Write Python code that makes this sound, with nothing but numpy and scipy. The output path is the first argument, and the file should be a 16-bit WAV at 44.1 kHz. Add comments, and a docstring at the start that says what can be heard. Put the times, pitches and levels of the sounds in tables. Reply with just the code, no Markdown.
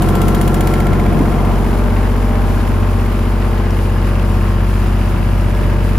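"""A three-cylinder diesel idles inside the canopy of a towable compressor in an open yard.
It opens at the control panel: exhaust drone, clatter ringing the panels, cooling-air hiss, a rap for each
firing and a bright valve tick once a cycle, while gusts thump on the two microphone ports. Just after 1 s
come two low knocks that sink in pitch. The listener steps back and the tick softens; from 3.2 s a loose
part snaps four times. By 4 s the listener stands beside the wheel, in a lull; near 5 s the wind returns."""
import sys
import numpy as np
from scipy import signal
from scipy.fft import rfft, irfft, next_fast_len
from scipy.io import wavfile

SR = 44100
rng = np.random.default_rng(int(sys.argv[2]) if len(sys.argv) > 2 else 0)


def dump_mix(stems):
    """Bounce the given channels to the path in sys.argv[1] as a 16-bit WAV at rate SR."""
    frames = np.atleast_2d(stems).T  # one column per channel
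    limited = np.clip(frames, -1, 1)  # hard clip at full scale
    pcm = np.round(limited * 32767).astype(np.int16)
    wavfile.write(sys.argv[1], SR, pcm)


N = 263718
SECONDS = np.arange(N) / SR
FFT_SIZE = next_fast_len(N, True)
BIN_HZ = np.maximum(np.arange(FFT_SIZE // 2 + 1) * SR / FFT_SIZE, 1)
START_RPM, RUN_RPM, SETTLE_S = 1837.6, 1865.8, 2.25
PLACES = [0, 1, 2]   # at the panel, stepping back, beside the wheel
DELAY_PER_PLACE_S = .45 / 343   # each place adds 0.45 m of air

# how alike the two microphone ports sound: f/Hz, likeness/0-1
PORT_LIKENESS = [(95, 1), (130, 0.9), (300, 0.87), (600, .74), (1000, 0.72), (1500, 0.6), (3200, .55),
                 (4500, 0.3), (6500, .9), (7500, 0.85), (8500, 1), (12000, 0.75), (14000, 1)]
# balance of the ports: f/Hz, left over right/dB
PORT_TILT = [(60, 1.3), (110, 0.2), (200, 1.2), (380, 1), (700, 1.6), (1290, 2.5), (2380, -1.2),
             (4400, 3.5), (8120, -0.5), (15000, -.3)]


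def amp(db):
    return 10 ** (np.asarray(db) / 20)


def unit_rms(x):
    return x / np.sqrt(np.mean(x ** 2) + 1e-20)


def in_time(rows):
    """One automation curve for each column after t/s."""
    times, *columns = np.transpose(rows)
    return [np.interp(SECONDS, times, column) for column in columns]


def at_hz(points, hz):
    """Read a curve along a log frequency axis."""
    freqs, values = np.transpose(points)
    return np.interp(np.log(hz), np.log(np.maximum(freqs, 1)), values)


def colour(x, spectrum):
    """Equalise to a spectrum, at unit RMS."""
    return unit_rms(irfft(rfft(x, FFT_SIZE) * amp(at_hz(spectrum, BIN_HZ)), FFT_SIZE)[:N])


def band_noise(low_hz, high_hz):
    band = signal.butter(4, [low_hz, high_hz], "band", fs=SR, output="sos")
    return unit_rms(signal.sosfilt(band, rng.standard_normal(N)))


def drift(rate_hz):
    """Smooth random wander of spread about 1: knots joined by half cosines."""
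    knots, position = rng.standard_normal(int(N / SR * rate_hz) + 3), SECONDS[::32] * rate_hz
    step = position.astype(int)
    blend = (1 - np.cos(np.pi * (position - step))) / 2
    return np.interp(SECONDS, SECONDS[::32], knots[step] + blend * (knots[step + 1] - knots[step]))


def burst(at, level_db, sharp_s, tail_s, tail_db):
    """Envelope of a sharp crack with a softer tail at each sample index."""
    hits = np.zeros((2, N))
    hits[:, at] = amp(level_db), amp(level_db + tail_db)
    return sum(signal.lfilter([1], [1, -np.exp(-1 / (decay_s * SR))], hit + 1e-18)
               for hit, decay_s in zip(hits, (sharp_s, tail_s)))


def ports(shared, left, right):
    """Each port hears a common part plus its own, shifted in phase and balance."""
    # phase between the ports: f/Hz, left lead/rad
    lead = [(100, 0), (780, .3), (1640, -.2), (2930, 1.0), (4910, .5), (5340, .2), (5770, -1.7),
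            (6800, -1.0), (7580, -2.7), (8700, -3.15), (9300, -3.6), (12300, -5.5), (13100, -6.28),
            (15300, -6.28)]
    alike = np.clip(at_hz(PORT_LIKENESS, BIN_HZ), 0, 1)
    pan = amp(at_hz(PORT_TILT, BIN_HZ) / 2) * np.exp(.5j * at_hz(lead, BIN_HZ))
    both = np.sqrt(alike) * rfft(shared, FFT_SIZE) + np.sqrt(1 - alike) * rfft([left, right], FFT_SIZE)
    return irfft(both * [pan, 1 / pan], FFT_SIZE)[:, :N]


def exhaust(cycle, place):
    """The drone: each engine order is a sine on the crank angle, wavering in level and most in phase."""
    # engine orders at each place: multiple of the four-stroke cycle, level/dB
    at_panel = [(1, -26), (2, -28), (3, -0.5), (4, -15), (5, -15), (6, -5.5), (7, -35), (8, -14), (9, -6),
                (10, -9.5), (11, -23), (12, -5.5), (13, -10.5), (14, -15.5), (15, -8.5), (16, -23),
                (17, -29), (18, -22), (19, -16.5), (20, -16), (21, -11), (22, -11), (23, -18.5), (24, -12),
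                (25, -20.5), (26, -14), (27, -21), (28, -25), (29, -18), (30, -18)]
    stepping_back = [(1, -36), (2, -38), (3, 0.5), (4, -19), (5, -21), (6, -4), (7, -15.5), (8, -21.5),
                     (9, -15), (10, -20.5), (11, -26.5), (12, -21.5), (13, -15.5), (14, -18.5), (15, -10),
                     (16, -14), (17, -34), (18, -18.5), (19, -36), (20, -21.5), (21, -27.5), (22, -20.5),
                     (23, -24), (24, -25), (25, -21), (26, -24), (27, -26.5), (28, -19), (29, -36),
                     (30, -28)]
    at_wheel = [(1, -55), (2, -29), (3, 0.5), (4, -28), (5, -16.5), (6, -2.5), (7, -17.5), (8, -10.5),
                (9, -22), (10, -20), (11, -18), (12, -21), (13, -12.5), (14, -20), (15, -15.5), (16, -22.5),
                (17, -27.5), (18, -27.5), (19, -23.5), (20, -39), (21, -24.5), (22, -19), (23, -26.5),
                (24, -21), (25, -26.5), (26, -57), (27, -25), (28, -30.5), (29, -37), (30, -23.5)]
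    # gear, fan and screw orders: multiple, panel level/dB, stepping-back level/dB, wheel level/dB
    high_orders = [(31, -21, -29, -33), (32, -22, -30, -40), (33, -23, -35, -33), (34, -35, -29, -38),
                   (35, -28, -32, -37), (36, -33, -34, -27), (37, -31, -26, -26), (39, -25, -17.5, -24),
                   (41, -33, -28, -31), (45, -18, -34, -35), (46, -18, -33, -40), (47, -25, -40, -40),
                   (48, -23, -42, -29), (51, -31, -22.5, -30), (57, -30, -27, -32), (58, -26, -25.5, -33),
                   (60, -26, -24, -36), (64, -30, -28, -45), (65, -22, -29, -34), (66, -30, -28, -33),
                   (69, -28, -33, -28), (70, -35, -32, -36), (77, -41, -40, -33), (80, -29, -35, -54),
                   (88, -19, -39, -35), (108, -33, -38, -36)]
    # firing harmonics: multiple -> lead/rad at each place
    firing_leads = {6: [.8, 1.0, 1.2], 9: [.8, -.4, -3.4], 12: [-2.1, -1.4, -.3]}
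    bus_db, drum_lead_rad = -14.5, 1.3
    knock_at, low_boom_at, high_boom_at = .6, .75, .21   # shares of the cycle
    low = np.array([at_panel, stepping_back, at_wheel])
    low_orders = np.c_[low[0, :, 0], low[:, :, 1].T]
    cycle, place = cycle[::4], place[::4]   # all orders lie low: a quarter of the rate will do
    lag_rad = np.interp(place, PLACES, [.4, 1.1, 1.8])
    out = np.zeros((2, len(cycle)))
    for order, *levels in np.vstack([low_orders, high_orders]):
        phase = 2 * np.pi * order * cycle
        if order in firing_leads:
            phase += np.interp(place, PLACES, firing_leads[order])
        elif 23 <= order <= 26 or 45 <= order <= 48:   # two panels boom once a cycle
            boom_at = low_boom_at if order < 30 else high_boom_at
            phase += -2 * np.pi * order * boom_at + .3 * drift(2)[::4]
        elif order in (10, 20, 21, 22):   # the canopy drums as the cycle starts
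            phase += drum_lead_rad - lag_rad + .3 * drift(2)[::4]
        elif order in (7, 8) or 13 <= order <= 17:   # one cylinder knocks hardest
            phase += -2 * np.pi * order * knock_at - lag_rad + .3 * drift(2)[::4]
        elif order != 3:   # order 3, the firing rate, stays locked to the crank
            phase += rng.uniform(0, 2 * np.pi) + .085 * np.sqrt(order) * drift(1.963)[::4]
        level_db = bus_db + np.interp(place, PLACES, levels) + .35 * np.sqrt(order) * drift(6)[::4]
        hz = order * cycle[-1] * SR / N
        apart = np.arccos(np.clip(at_hz(PORT_LIKENESS, hz), 0, 1)) * rng.choice([-.5, .5])
        tilt = amp(at_hz(PORT_TILT, hz) / 2)
        out += np.sqrt(2) * amp(level_db) * np.cos(phase + [[apart], [-apart]]) * [[tilt], [1 / tilt]]
    return signal.resample_poly(out, up=4, down=1, axis=1)[:, :N]


def contacts(cycle, carry_over, uneven_db):
    """A random pattern of hard and soft contacts, looped every cycle and slowly renewed."""
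    # hardest contacts of the valve gear: share of the cycle, accent level/dB
    accents = [(.18, 2), (.28, 3), (.54, 2), (.64, 1), (.9, -2.5)]
    steps, fade_cycles = 2048, .028
    share = np.arange(steps) / steps
    strength = amp(uneven_db * np.repeat(rng.standard_normal(steps // 32), 32))   # busier crank angles
    strength *= 1 + sum(amp(db) * np.exp(-((share - at) % 1) / fade_cycles) for at, db in accents)
    fresh = strength * rng.standard_normal((int(cycle[-1]) + 40, steps))
    pattern = signal.lfilter([1], [1, -carry_over], fresh, axis=0)[36:].ravel()
    return np.interp((cycle + 1) * steps, np.arange(len(pattern)), pattern)


def clatter(cycle, place):
    """Contacts sound through the block and ring the canopy panels; the mix shifts with the place."""
    # tone of valve gear and pumps: f/Hz, level/dB
    spectrum = [(300, -14), (430, 4), (520, -0.5), (700, -0.5), (1000, 0), (1500, -5.5), (2200, -15),
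                (3200, -17.5), (4500, -33), (6000, -34)]
    # canopy panel modes: f/Hz, width/Hz, level at the panel/dB, level at the wheel/dB
    panels = [(604, 51, -3, -5.5), (723, 76, -2, -27), (1100, 130, -12.5, -14), (1363, 24, -3, -17),
              (1660, 85, -20, -1), (2630, 540, -37, 1), (2930, 130, -24, 1), (4870, 280, -5, 15.5)]
    level_db = -25.5 - 2.5 * place
    heard_cycle = cycle - DELAY_PER_PLACE_S * place * RUN_RPM / 120
    layers = []
    for _ in range(3):
        block = colour(contacts(heard_cycle, carry_over=.88, uneven_db=2), spectrum)
        ring = 0
        for hz, width_hz, near_db, far_db in panels:
            r, w = np.exp(-np.pi * width_hz / SR), 2 * np.pi * hz / SR
            gain = (1 - r * r) / 2
            mode = signal.lfilter([gain, 0, -gain], [1, -2 * r * np.cos(w), r * r], block)
            ring += amp(near_db + (far_db - near_db) * place / 2) * mode
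        layers.append(block + ring)
    return amp(level_db) * ports(*layers)


def hiss(cycle, place):
    """Combustion and cooling air puff a little with every firing; lows and highs flicker apart."""
    # tone of the hiss: f/Hz, level/dB
    spectrum = [(150, 17.5), (300, 20.5), (600, 12), (1000, 14), (1500, 12), (2200, 7.5), (3200, 1),
                (4500, -1), (5500, -3.5), (6500, -5.5), (8500, 1), (10000, 0), (12000, -5), (15300, -15)]
    # treble lift, strongest right at the vents: t/s, level/dB
    treble = [(0, 2.5), (.5, 2), (.9, 0), (3.3, -0.5), (5.98, 0.1)]
    treble_db, = in_time(treble)
    level_db = -28.5 - .5 * place
    air = ports(*[colour(rng.standard_normal(N), spectrum) for _ in range(3)])
    lows = signal.sosfiltfilt(signal.butter(2, 3500, fs=SR, output="sos"), air)
    puff_db = .39 * np.cos(2 * np.pi * (3 * cycle - .7)) + .35 * drift(14)
    low_db = .98 * drift(14) + .94 * drift(40) + 1.6 * drift(200)
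    high_db = treble_db + .85 * drift(14) + .51 * drift(40) + .74 * drift(200)
    return amp(level_db + puff_db) * (amp(low_db) * lows + amp(high_db) * (air - lows))


def wind():
    """Lumpy rumble, partly common to the two ports: a breeze, and gusts that swell and sink."""
    # tone of the wind: f/Hz, level/dB
    spectrum = [(15, -38), (32, -20), (55, -1), (100, 0), (160, -4), (260, -10), (420, -19), (800, -28),
                (1500, -48), (4000, -110)]
    # breeze between the gusts: t/s, level/dB
    breeze = [(0, -26), (.7, -28.5), (1.3, -25.5), (2.2, -27.5), (2.8, -26), (3.3, -33), (3.6, -37),
              (4.7, -37), (5.2, -29.5), (5.98, -27)]
    # gusts on the ports: t/s, level/dB, half length/s
    gusts = [(.09, -22, 0.15), (0.266, -18.5, 0.043), (0.41, -22, 0.076), (0.583, -25, 0.042),
             (0.923, -18, 0.044), (1.16, -20, 0.1), (1.49, -22, 0.06), (1.703, -23, 0.037),
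             (1.87, -22.5, 0.044), (2.494, -26, 0.054), (2.72, -20, 0.047), (3.14, -31, 0.061),
             (3.88, -34, 0.1), (5.24, -31, 0.16), (5.65, -31, .06), (5.84, -25.5, 0.13)]
    lumps_db, common = 3, .95
    power = amp(*in_time(breeze)) ** 2
    for t, level_db, half_s in gusts:
        power += (amp(level_db) * np.exp(-((SECONDS - t) / half_s) ** 2)) ** 2
    both, left, right = [
        colour(rng.standard_normal(N), spectrum) * np.sqrt(power) * amp(lumps_db * drift(25))
        for _ in range(3)]
    return (common * both + np.array([left, right])) / np.sqrt(common ** 2 + .5)


def diesel_knock(cycle, place):
    """Every firing raps the block, three to a cycle, some harder than others."""
    rap_at, rap_db, spread_db, jitter_s = .2, -35, 2, .001
    at = np.flatnonzero(np.diff(np.floor(3 * (cycle - rap_at))))
    timing, force = rng.standard_normal((len(at), 2)).T
    delay_s = timing * jitter_s + DELAY_PER_PLACE_S * place[at]
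    at = (at + delay_s * SR).astype(int).clip(0, N - 1)
    envelope = burst(at, rap_db + spread_db * force, sharp_s=.004, tail_s=.0095, tail_db=-12.5)
    return ports(*[envelope * band_noise(1000, 2900) for _ in range(3)])


def valve_tick(cycle, place):
    """Once a cycle one valve seats hard and bounces: a bright crack, then its cover rings."""
    # tone of the crack: f/Hz, level/dB
    spectrum = [(900, -8), (1500, 6), (2200, -12), (3200, 5), (4500, -5.5), (6500, -3.5), (8500, 8),
                (10500, 0.5), (12500, 3.5), (15000, -13)]
    # valve cover modes: f/Hz, level/dB, t60/s
    cover = [(720, 1, .04), (1600, -9, .012), (2130, 1.5, .02), (2260, 2.5, .022), (2950, -9, .016),
             (3250, -10, .014), (3700, -16, .01), (4450, -15, .012), (5600, -16, .008), (6750, -13, .015),
             (7050, -12, .018)]
    # tick through the vents, left behind on the walk: t/s, crack/dB, tail re crack/dB, cover ring/dB
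    vents = [(0, -23, -10, -39), (.3, -20, -12, -35), (.6, -19, -17, -32), (.75, -21.5, -19, -27),
             (.82, -25, -18, -27), (.94, -28, -16, -27), (1.02, -33, -14, -27.5), (1.15, -35, -12, -35),
             (3.3, -39, -10, -40), (5.98, -42, -10, -39)]
    seat_at, jitter_s, ring_lag_s = .236, .0003, .0018
    bounce_s, bounce_db = .0042, -8
    crack_db, tail_db, ring_db = in_time(vents)
    at = np.flatnonzero(np.diff(np.floor(cycle - seat_at)))
    scatter = rng.standard_normal((len(at), 2 + len(cover)))   # timing, crack level, each mode's level
    delay_s = scatter[:, 0] * jitter_s + DELAY_PER_PLACE_S * place[at]
    at += (delay_s * SR).astype(int)
    force_db = np.repeat([0, bounce_db], len(at))
    at = np.r_[at, at + int(bounce_s * SR)].clip(0, N - 99)
    scatter = np.r_[scatter, scatter[::-1]]
    hit_db = crack_db[at] + force_db + scatter[:, 1]
    envelope = burst(at, hit_db, sharp_s=.0016, tail_s=.015, tail_db=tail_db[at])
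    layers = np.array([envelope * colour(rng.standard_normal(N), spectrum) for _ in range(3)])
    for (hz, mode_db, t60), spread in zip(cover, scatter[:, 2:].T):
        path_db = ring_db if hz < 2500 else crack_db   # high modes pass the vents as the crack does
        blows = np.zeros(N)
        blows[at + int(ring_lag_s * SR)] = amp(path_db[at] + force_db + mode_db + 1.5 * spread)
        r, w = amp(-60 / (t60 * SR)), 2 * np.pi * hz / SR
        layers += signal.lfilter([0, np.sin(w)], [1, -2 * r * np.cos(w), r * r], blows + 1e-18)
    return ports(*layers)


def falling_knocks():
    """A few cycles of a saturated sine that start at once, sink in pitch and die."""
    # low knocks: t/s, upper f/Hz (the glide starts 3/4 of the way up to it), final f/Hz, level/dB
    knocks = [(1.2045, 390, 195, -3.5), (1.1335, 230, 130, -8)]
    out = 0
    for t, upper_hz, final_hz, level_db in knocks:
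        age = np.clip(SECONDS - t, 0, None)
        turns = final_hz * age + (upper_hz - final_hz) * .0098 * (1 - np.exp(-age / .013))
        envelope = np.tanh(age / .0017) * np.exp(-(age / .019) ** 2)
        out -= amp(level_db) * envelope * np.tanh(1.6 * np.sin(2 * np.pi * turns))
    return out


def snaps():
    """A loose part snaps: short, dull cracks of noise."""
    # cracks of the loose part: t/s, level/dB
    cracks = [(3.193, -31), (3.42, -35), (3.58, -34), (3.707, -27)]
    times, level_db = np.transpose(cracks)
    envelope = burst((times * SR).astype(int), level_db, sharp_s=.001, tail_s=.004, tail_db=-12)
    return envelope * band_noise(1000, 5600)


def scene():
    """The crank speeds up slightly, then holds; every engine layer follows it and the listener's walk."""
    # listener's walk: t/s, place/0-2
    walk = [(0, 0.08), (1.25, 0.23), (2.1, 1.07), (3.3, 1.39), (3.9, 1.945), (5.98, 1.9)]
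    place, = in_time(walk)
    rpm = START_RPM + (RUN_RPM - START_RPM) * np.minimum(SECONDS / SETTLE_S, 1)
    cycle = -.0906 + np.cumsum(rpm) / 120 / SR   # a four-stroke cycle is two turns
    engine = sum(layer(cycle, place) for layer in (exhaust, clatter, hiss, valve_tick, diesel_knock))
    return engine + snaps() + falling_knocks() + wind()


def record(dry):
    """Soft saturation rounds the peaks; a steep low-pass cuts the top."""
    ceiling, cutoff_hz = 1.25, 15750
    low_pass = signal.ellip(12, .5, 70, cutoff_hz, fs=SR, output="sos")
    return signal.sosfilt(low_pass, ceiling * np.tanh(dry / ceiling))


dry = scene()
out = record(dry)
dump_mix(out)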